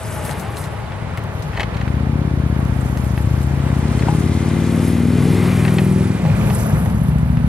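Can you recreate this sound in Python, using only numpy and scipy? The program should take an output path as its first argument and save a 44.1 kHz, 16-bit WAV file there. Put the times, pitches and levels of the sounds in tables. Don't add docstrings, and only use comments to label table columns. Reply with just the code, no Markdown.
import sys
import numpy as np
from scipy import signal
from scipy.io import wavfile
from scipy.ndimage import uniform_filter1d, map_coordinates

SR = 44100
rng = np.random.default_rng(int(sys.argv[2]) if len(sys.argv) > 2 else 0)


def wav_out(sig):
    wavfile.write(sys.argv[1], SR, np.round(np.clip(np.atleast_2d(sig).T, -1, 1) * 32767).astype(np.int16))


N = 329849


def amp(db):
    return 10 ** (np.asarray(db) / 20)


def rms_one(x):
    return x / np.sqrt(np.mean(x ** 2) + 1e-20)


def evened(x):
    return x / np.sqrt(uniform_filter1d(x ** 2, size=SR // 3) + 1e-20)


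def in_time(rows):
    s, *columns = np.transpose(rows)
    return [np.interp(np.arange(N) / SR, s, c) for c in columns]


def drift(rate_hz):
    r = np.exp(-80 * np.pi * rate_hz / SR)
    white = rng.standard_normal(N // 40 + 2002)
    slow = signal.lfilter([1], [1, -2 * r, r * r], white)[2000:]
    return np.interp(np.arange(N) / 40, np.arange(len(slow)), rms_one(slow))


def butter(x, hz, kind, order=2):
    return signal.sosfilt(signal.butter(order, hz, kind, fs=SR, output="sos"), x)


def resonate(x, modes):
    out = 0
    for hz, width_hz, db in modes:
        r = np.exp(-np.pi * width_hz / SR)
        top = amp(db) * (1 - r * r) / 2
        out = out + signal.lfilter([top, 0, -top], [1, -2 * r * np.cos(2 * np.pi * hz / SR), r * r], x + 1e-18)
    return out


def delayed(x, ms):
    return np.roll(x, round(ms * SR / 1000))


def coloured(spectrum, patchy_db):
    hz, db = np.transpose(spectrum)
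    edges_hz = hz[0] * 2 ** np.arange(0, np.log2(min(hz[-1], 17000) / hz[0]) + .01, 1 / 3)
    out, together, white = 0, drift(2.26), rng.standard_normal((2, 2, N))
    for k, (low, high) in enumerate(zip(edges_hz, edges_hz[1:])):
        level_db = np.interp(np.log(low * high) / 2, np.log(hz), db)
        flicker_db = patchy_db * (together + drift(42))
        out = out + amp(level_db + flicker_db) * butter(white[k % 2], [low, high], "band")
    return rms_one(out)


def placed(x, lag, db_per_sample):
    # below_hz, lag_factor
    lag_growth = [(1500, 2.1), (4500, 1.4)]
    left, rest, at = 0, x, np.arange(N)
    for hz, growth in lag_growth:
        low = butter(rest, hz, "low", order=1)
        left = left + np.interp(at - growth * lag, at, low)
        rest = rest - low
    left = left + map_coordinates(rest, [at - lag], order=3)
    side = amp(db_per_sample * lag / 2)
    return np.array([left / side, x * side])


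def spread(pair, lag, db_per_sample):
    diffuse_db, diffuse_hz = -2, 2200
    around = butter(pair[1], diffuse_hz, "low", order=1)
    return placed(pair[0], lag, db_per_sample) + amp(diffuse_db) * np.array([around, np.roll(around, N // 2)])


def cars():
    # start_s, roar_db, hiss_db
    traffic = [(0, -30, -42), (.3, -27, -47.5), (.8, -30, -47), (1.4, -30.5, -47.5), (2.1, -30.5, -57),
               (2.9, -31, -40.5), (3.6, -28.5, -39.5), (4.2, -28.5, -37.5), (5.1, -29, -42.5),
               (5.5, -26.5, -39), (6.1, -30.5, -37.5), (6.6, -25.5, -35), (7.0, -30, -43), (7.48, -31, -49)]
    # start_s, left_port_lag_samples
    car_lag = [(0, -1.2), (1, 1.8), (1.4, 3.1), (2.2, 3.5), (3, 3), (4.4, 1.6), (5.2, -.5), (6.5, 3),
               (7.48, 3.8)]
    # hz, density_db
    roar_spectrum = [(150, 7), (250, -0.5), (407, -6), (516, -1), (829, -3), (1130, -3.5), (1890, -8),
                     (2170, -9.5), (4800, -24), (7000, -64), (9100, -24), (15400, -120)]
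    hiss_spectrum = [(3000, -20), (5000, 16), (7500, 19.5), (10500, 26.5), (12500, -8), (16000, -79)]
    # mode_hz, width_hz, level_db
    tyre_modes = [(420, 60, -4), (650, 60, -8), (835, 70, -4)]
    # start_s, length_s, db_over_hiss
    swishes = [(0.084, 0.14, 4.5), (0.222, 0.12, 8.5), (.345, 0.12, 7.5), (0.536, 0.15, 7.5)]
    swish_edge_s = 0.033
    sing_db, sing_near_db, sing_gone_s, sing_fade_s = 9, 4.5, 1.8, 0.097
    roar_trim_db = -1.0

    roar_db, hiss_db = in_time(traffic)
    t = np.arange(N) / SR
    swish_db = 0
    for s, length_s, db in swishes:
        swish_db = swish_db + db * np.clip(np.minimum(t - s, s + length_s - t) / swish_edge_s, 0, 1)
    sing_db = sing_db + sing_near_db / (1 + np.exp((t - sing_gone_s) / sing_fade_s))
    roar = coloured(roar_spectrum, patchy_db=1.0)
    roar = roar + amp(sing_db) * resonate(rng.standard_normal(N), tyre_modes)
    hiss = coloured(hiss_spectrum, patchy_db=3.0)
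    noise = roar * amp(roar_db + roar_trim_db) + hiss * amp(hiss_db + swish_db)
    return spread(noise, in_time(car_lag)[0], 0.057)


def whine():
    # start_s, pitch_hz, level_db
    hum = [(.1, 850, -55), (.15, 852, -34), (.35, 845, -34), (.39, 770, -39), (.52, 815, -35),
           (.6, 850, -43), (.74, 810, -37), (.9, 850, -42), (1.05, 880, -44), (1.25, 860, -60)]
    start_hz, sag_hz_per_s, level_db, end_s, fade_s = 655, 230, -36, .36, .04
    t = np.arange(N) / SR
    hz = np.maximum(start_hz - sag_hz_per_s * t, 100) + 2.5 * drift(8.8)
    gain = amp(level_db + 1.5 * drift(3.7)) / (1 + np.exp((t - end_s) / fade_s))
    falling = gain * np.sin(2 * np.pi * np.cumsum(hz) / SR)
    hum_hz, hum_db = in_time(hum)
    hum_gain = amp(hum_db + 3.5 * drift(12))
    return falling + hum_gain * np.sin(2 * np.pi * np.cumsum(hum_hz + 9 * drift(14)) / SR)


def note(cycles, per_s, rear_late, rear_db, lag, lift_db):
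    # order, ahead_db, nearing_db, side_on_db, behind_db
    order_levels = [(2, -17, -34, -17, -24), (3, -31, -14, -13, -27), (4, -5.5, -8, -8, -2.5),
                    (5, -1.5, -1.5, 0.5, -1.5), (6, -32, -17, -8, -10), (7, -4, -4, 2.5, -9.5),
                    (8, -7, -8.5, -9, -5), (9, -3, -3, 3.5, -0.5), (10, -10, -21.5, -27, -7),
                    (11, -18, -12.5, -10, 0), (12, -9, -1, -8, -3), (13, -15.5, -7, -12.5, -5),
                    (14, -9.5, -11.5, -21, -18), (15, -16.5, -8, -15.5, -11), (16, -15.5, -27, -7.5, -22),
                    (17, -16, -9.5, -18.5, -7), (18, -17.5, -10, -7, -15), (19, -18.5, -16.5, -14.5, -29),
                    (20, -22.5, -20, -21, -24)]
    view_lag, view_turn = (-2.2, -1.3, .8, 3.5), (.14, .31, .42, .36)
    upper_db, upper_fall_db, top_order = (-20, -17, -25, -22.5), 1.53, 34
    boom_hz, boom_width_hz, boom_follows = 262, 14, 0.16
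    waver_db, waver_hz, flutter_db, flutter_hz = 1.6, 2.5, .05, 16
    travel_ms = 8.5

    angle = 2 * np.pi * (cycles - per_s * travel_ms / 1000)
    swing = 2 * np.pi * np.interp(lag, view_lag, view_turn)
    views = [row[1:] for row in order_levels]
    views += [np.subtract(upper_db, upper_fall_db * n) for n in range(top_order - len(order_levels) - 1)]
    out = 0
    for k, view_db in enumerate(views, start=2):
        twin = np.angle(1 + amp(rear_db) * np.exp(-2j * np.pi * k * rear_late))
        boom_db = boom_follows * lift_db * np.exp(-((k * per_s - boom_hz) / boom_width_hz) ** 2)
        unsteady_db = waver_db * drift(waver_hz) + flutter_db * k * drift(flutter_hz)
        gain = amp(np.interp(lag, view_lag, view_db) + boom_db + unsteady_db)
        out = out + gain * np.cos(k * angle + twin - swing)
    return evened(out)


def firing(cycles, per_s, ragged, rear_late, rear_db):
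    # start_s, db_over_normal
    pops = [(6.732, 12.5), (6.872, 12)]
    uneven_db = -1 + 3 * ragged
    pulses, chance = np.zeros(N), rng.standard_normal((2, 400))
    for k, (late, db) in enumerate([(0, 0 * rear_db), (rear_late, rear_db)]):
        count = np.floor(cycles - late + 1).astype(int)
        at = np.flatnonzero(np.diff(count)) + 1
        pulses[at] = amp(db[at] + uneven_db[at] * chance[k, count[at]])
    firings = np.flatnonzero(pulses)
    for s, db in pops:
        pulses[firings[np.argmin(abs(firings - s * SR))]] *= amp(db)
    return rms_one(pulses / np.sqrt(per_s))


def exhaust(lag):
    # start_s, four_stroke_cycle_rate_hz
    speed = [(0.0, 8.36), (0.75, 8.53), (1.2, 8.95), (1.55, 10.49), (1.9, 14.85), (2.16, 16.78),
             (2.89, 14.4), (3.15, 14.45), (3.45, 15.3), (3.77, 15.88), (4.2, 17.78), (4.7, 19.13),
             (5.4, 20.46), (6.11, 21.25), (6.35, 17.88), (6.56, 15.28), (6.9, 14.05), (7.06, 14.02),
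             (7.48, 14.04)]
    # start_s, raggedness_0_to_1
    raggedness = [(0, .8), (1.4, .7), (1.9, 0), (6.1, 0), (6.25, 1), (6.65, .8), (6.95, .6), (7.05, 0),
                  (7.48, 0)]
    # start_s, level_db, upper_mode_lift_db
    engine = [(0, -23.5, 1), (.8, -24, -0.5), (1.4, -20.5, 2.5), (1.7, -22.5, -13), (1.96, -19, 13),
              (2.6, -18, -4), (2.93, -20, 23), (3.27, -18.5, -26), (3.7, -18, 19), (4.27, -16.5, 19),
              (4.45, -18, 2), (4.9, -16, 15), (5.3, -15, 21.5), (6.0, -15, -3), (6.2, -16.5, -1),
              (6.5, -17.5, -5.5), (6.95, -15, -7), (7.1, -16, 0), (7.48, -15.5, -19)]
    # delay_ms, level_db
    far_echoes = [(19, -10), (33, -17.5), (52, -18), (81, -13.5)]
    # mode_hz, width_hz, level_db
    pipes = [[(65, 3.3, 0)], [(77.5, 55, 3.5), (107.8, 6.4, 4)], [(145, 86, 0)], [(181.7, 41, 10), (236, 43, -9)], [(345, 21, -1.4), (372, 150, -1.1)]]
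    pipe_shares = [(-8.5, -0.68, 0.7), (-1, -0.49, -0.1), (-13, 1.1, 4), (-10.5, 0.33, 3.54),
                   (-17.5, 1.19, 3.5)]
    # low_hz, high_hz
    pipe_bands_hz = [(40, 55.4), (72, 161), (112, 165), (160, 247), (275, 454)]
    band_delay_ms = [.1, 0.19, 2.36, 5.13, 8.16]
    first_cycle, rear_after = .39, .4375
    rear_early_ms, rear_early_turn_ms = 2.1, .37
    echo_ms, echo_db, echo_follows = 13.75, -14, 0.056
    throat, throat_db, throat_ragged_db = [(550, 230, 0)], -35, 18
    throat_turn_db, throat_gust_db = 2.2, 3.5
    rumble_clean_db, clean_db = -16, 2.5

    per_s, ragged = in_time(speed)[0], in_time(raggedness)[0]
    level_db, lift_db = in_time(engine)
    rear_db = np.interp(lag, (-1.5, 3.4), [0.18, -3.5])
    early_ms = rear_early_ms + rear_early_turn_ms * np.minimum(lag, 1)
    rear_late = rear_after - per_s * early_ms / 1000
    cycles = first_cycle + np.cumsum(per_s) / SR

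    turbulence = amp(8.5 - 4.5 * ragged) * rng.standard_normal(N)
    gas = firing(cycles, per_s, ragged, rear_late, rear_db) + turbulence
    heard = gas + amp(echo_db + echo_follows * lift_db) * delayed(gas, echo_ms)
    heard += sum(amp(db) * delayed(gas, ms) for ms, db in far_echoes)

    gust_db = (throat_ragged_db + throat_gust_db * drift(19.0)) * ragged
    mouth = evened(resonate(resonate(heard, throat), throat))
    rumble = amp(level_db + throat_db + throat_turn_db * lag + gust_db) * mouth
    for (db, share, turn_db), modes, band, ms in zip(pipe_shares, pipes, pipe_bands_hz, band_delay_ms):
        ringing = evened(butter(resonate(delayed(heard, ms), modes), band, "band"))
        rumble = rumble + amp(level_db + db + share * lift_db + turn_db * lag) * ringing
    clean = amp(level_db + clean_db) * note(cycles, per_s, rear_late, rear_db, lag, lift_db)
    return amp(rumble_clean_db * (1 - ragged)) * rumble + (1 - ragged) * clean, cycles


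def motorcycle():
    # start_s, left_port_lag_samples
    bike_lag = [(0, -2.5), (3.5, -2.2), (4.5, -1.6), (5, -1), (5.6, .2), (6.2, 2.2), (6.5, 3), (7, 3.5),
                (7.48, 3.8)]
    # start_s, level_db
    clatter_levels = [(0, -50.5), (2.8, -48.5), (3.9, -40), (4.5, -37), (5.1, -38), (5.45, -33.5),
                      (5.9, -37), (6.5, -38), (6.9, -46.5), (7.48, -44.5)]
    # hz, density_db
    clatter_spectrum = [(450, 11.5), (800, -26), (1400, -42), (2100, -28), (3000, -6), (5500, -12),
                        (8500, -13), (11000, -10.5), (13500, -24.5), (16000, -36)]
    # mode_hz, width_hz, level_db
    casing = [(2080, 130, 17), (2380, 110, 15), (5290, 80, -4), (8590, 700, -6)]
    casing_near = .5
    tick, tick_phase, tick_from_s, tick_to_s = [(2400, 500, 6.5)], .11, 6.27, 6.49

    lag, clatter_db = in_time(bike_lag)[0], in_time(clatter_levels)[0]
    beat, cycles = exhaust(lag)
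    noise = coloured(clatter_spectrum, patchy_db=1.0)
    casing_gain = amp(casing_near * (clatter_db - clatter_db.max()))
    noise = noise + casing_gain * resonate(rng.standard_normal(N), casing)
    clatter = noise * amp(clatter_db + 0.28 * np.cos(4 * np.pi * cycles))
    t = np.arange(N) / SR
    turns = np.diff(np.floor(cycles - tick_phase), prepend=0) * (t > tick_from_s) * (t < tick_to_s)
    ticks = resonate(resonate(turns, tick), tick)
    return placed(beat, 2.1 * lag, 0.18) + spread(clatter, lag, 1.0) + placed(ticks, lag, 0.41)


def strikes(events, modes, bounces_per_s, decay_s, octaves, gain_db, lag):
    size, bounce_share = 900, .65
    fade = np.exp(-np.arange(size) / (decay_s * SR))
    draws = rng.random((len(events), 2, size))
    bursts = (draws[:, 0] < bounces_per_s / SR) * (2 * draws[:, 1] - 1) * fade * bounce_share
    bursts[:, 0] = 1
    strengths_db = rng.normal(0, 0.93, (len(events), len(modes)))
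    out = np.zeros((2, N + size))
    for m, (hz, db, t60_s) in enumerate(modes):
        clicks = np.zeros((2, N + size))
        for e, (s, level_db, bright_hz, pan_db) in enumerate(events):
            off_db = -6 * min(abs(np.log2(hz / bright_hz)) / octaves, 4)
            sides_db = np.array([[.5], [-.5]]) * pan_db
            gains = amp(level_db + db + off_db + strengths_db[e, m] + gain_db + sides_db)
            start = round(s * SR)
            clicks[:, start:start + size] += gains * bursts[e]
        r, w = amp(-60 / (t60_s * SR)), 2 * np.pi * hz / SR
        out += signal.lfilter([0, np.sin(w)], [1, -2 * r * np.cos(w), r * r], clicks + 1e-18)
    return np.array([np.roll(out[0], lag), out[1]])[:, :N]


def snapping():
    # start_s, level_db, brightest_hz, left_over_right_db
    snaps = [(0.0344, -40.5, 4350, -8), (0.2513, -16, 10400, 22), (0.312, -20, 4220, 28),
             (0.3973, -19, 10600, 28), (0.5707, -11, 4180, 7), (0.6404, -20, 4130, 21),
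             (0.876, -28, 4030, 4), (1.1744, -14, 9800, 1.5), (1.2385, -22, 10200, 3),
             (1.4237, -26, 5930, 28), (2.6514, -21, 9000, 7), (2.974, -15.5, 5470, 2),
             (3.046, -20, 10800, -0.5), (3.178, -21, 4440, 0.5), (3.3867, -23, 4190, -3),
             (3.4165, -19, 4110, 0), (4.8958, -31, 10800, 2.5), (4.997, -23, 10900, 18),
             (5.3462, -22, 5700, 26), (6.9002, -24, 9100, 20), (7.0883, -29, 4470, 21),
             (7.1851, -24, 10100, 17)]
    chips = [(hz, 0, 30 / hz) for hz in np.geomspace(4200, 14000, 7)]
    return strikes(snaps, chips, 900, 0.014, 0.64, gain_db=-14.0, lag=0)


def antlers():
    # start_s, level_db, brightest_hz, left_over_right_db
    knocks = [(0.2714, -25, 1780, 14), (0.2934, -15, 1300, 11), (0.9198, -26, 2150, 16),
              (1.175, -16, 1750, 5), (1.5335, -23, 2170, 7), (1.541, -26, 2300, 5), (1.550, -21, 2020, 5),
              (1.558, -23, 1500, 5), (1.564, -24, 2200, 5), (1.5695, -16, 4200, 0), (1.5735, -13, 2100, 2),
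              (1.5774, -19, 1550, 4), (1.5848, -14, 1120, -4), (1.5967, -10, 2050, 7),
              (1.6045, -10, 2580, 2), (1.6072, -5.5, 2940, -2), (1.615, -12.5, 2700, -2),
              (1.619, -20, 1000, -2), (1.6317, -7.5, 2850, 5), (1.7439, -17, 4200, 4),
              (1.7685, -13, 3800, 3), (1.7775, -23, 2500, 4), (1.7995, -24, 3800, 3),
              (1.8110, -21, 4300, 5), (1.8135, -15.5, 1970, 5), (1.8781, -15, 1470, 2),
              (2.9726, -21.5, 1520, 2), (3.0455, -22.5, 1340, 0), (3.1775, -17, 1750, 2),
              (3.457, -33, 1500, -23), (3.9935, -9.5, 4400, 2), (3.9945, -23, 1900, -3),
              (4.0226, -25, 3400, 10), (4.0245, -17, 2100, 8), (4.0697, -16, 1200, 8),
              (4.076, -23, 1000, 5), (4.0850, -12, 940, 4), (4.091, -22, 1200, 4), (5.5144, -20, 2410, 14),
              (5.651, -10.5, 2390, 7), (5.6794, -12, 2060, 9), (5.7848, -4.5, 2560, 2),
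              (6.1754, -30, 1450, -2.0), (6.2515, -16, 1040, -4), (6.2555, -23, 1120, -8),
              (6.2615, -17, 2400, -4), (6.316, -20, 1150, -4), (6.449, -30, 1000, -5),
              (6.506, -16, 1190, -9), (6.5010, -14.5, 2700, 3), (6.8592, -19, 1300, -10),
              (7.3711, -21, 2010, 9)]
    # mode_hz, level_db, t60_s
    tines = [(834, 0.5, 0.25), (940, 10.5, 0.018), (1220, 5.5, 0.0076), (1500, 1, 0.0081),
             (1870, 10.5, 0.0084), (2160, 2, 0.012), (2570, 3, 0.014), (3000, -0.5, 0.015),
             (3170, -14, 0.013), (3870, -10, 0.016), (4130, -4, 0.016), (5600, -9, 0.0067),
             (6640, -7, 0.0076), (8300, -12, .005)]
    return strikes(knocks, tines, 6000, 0.0059, 0.45, gain_db=-15.0, lag=1)


def scene():
    return cars() + whine() + motorcycle() + snapping() + antlers()


def record(dry):
    low_cut_hz, left_bass_db, left_bass_hz, cutoff_hz = 57.3, 3.5, 500, 16200
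    x = butter(dry, low_cut_hz, "high", order=4)
    x[0] += (amp(left_bass_db) - 1) * butter(x[0], left_bass_hz, "low", order=1)
    x = 1.033 * np.tanh(x / 1.353)
    return signal.sosfilt(signal.cheby2(16, 50, cutoff_hz, fs=SR, output="sos"), x)


dry = scene()
out = record(dry)
wav_out(out)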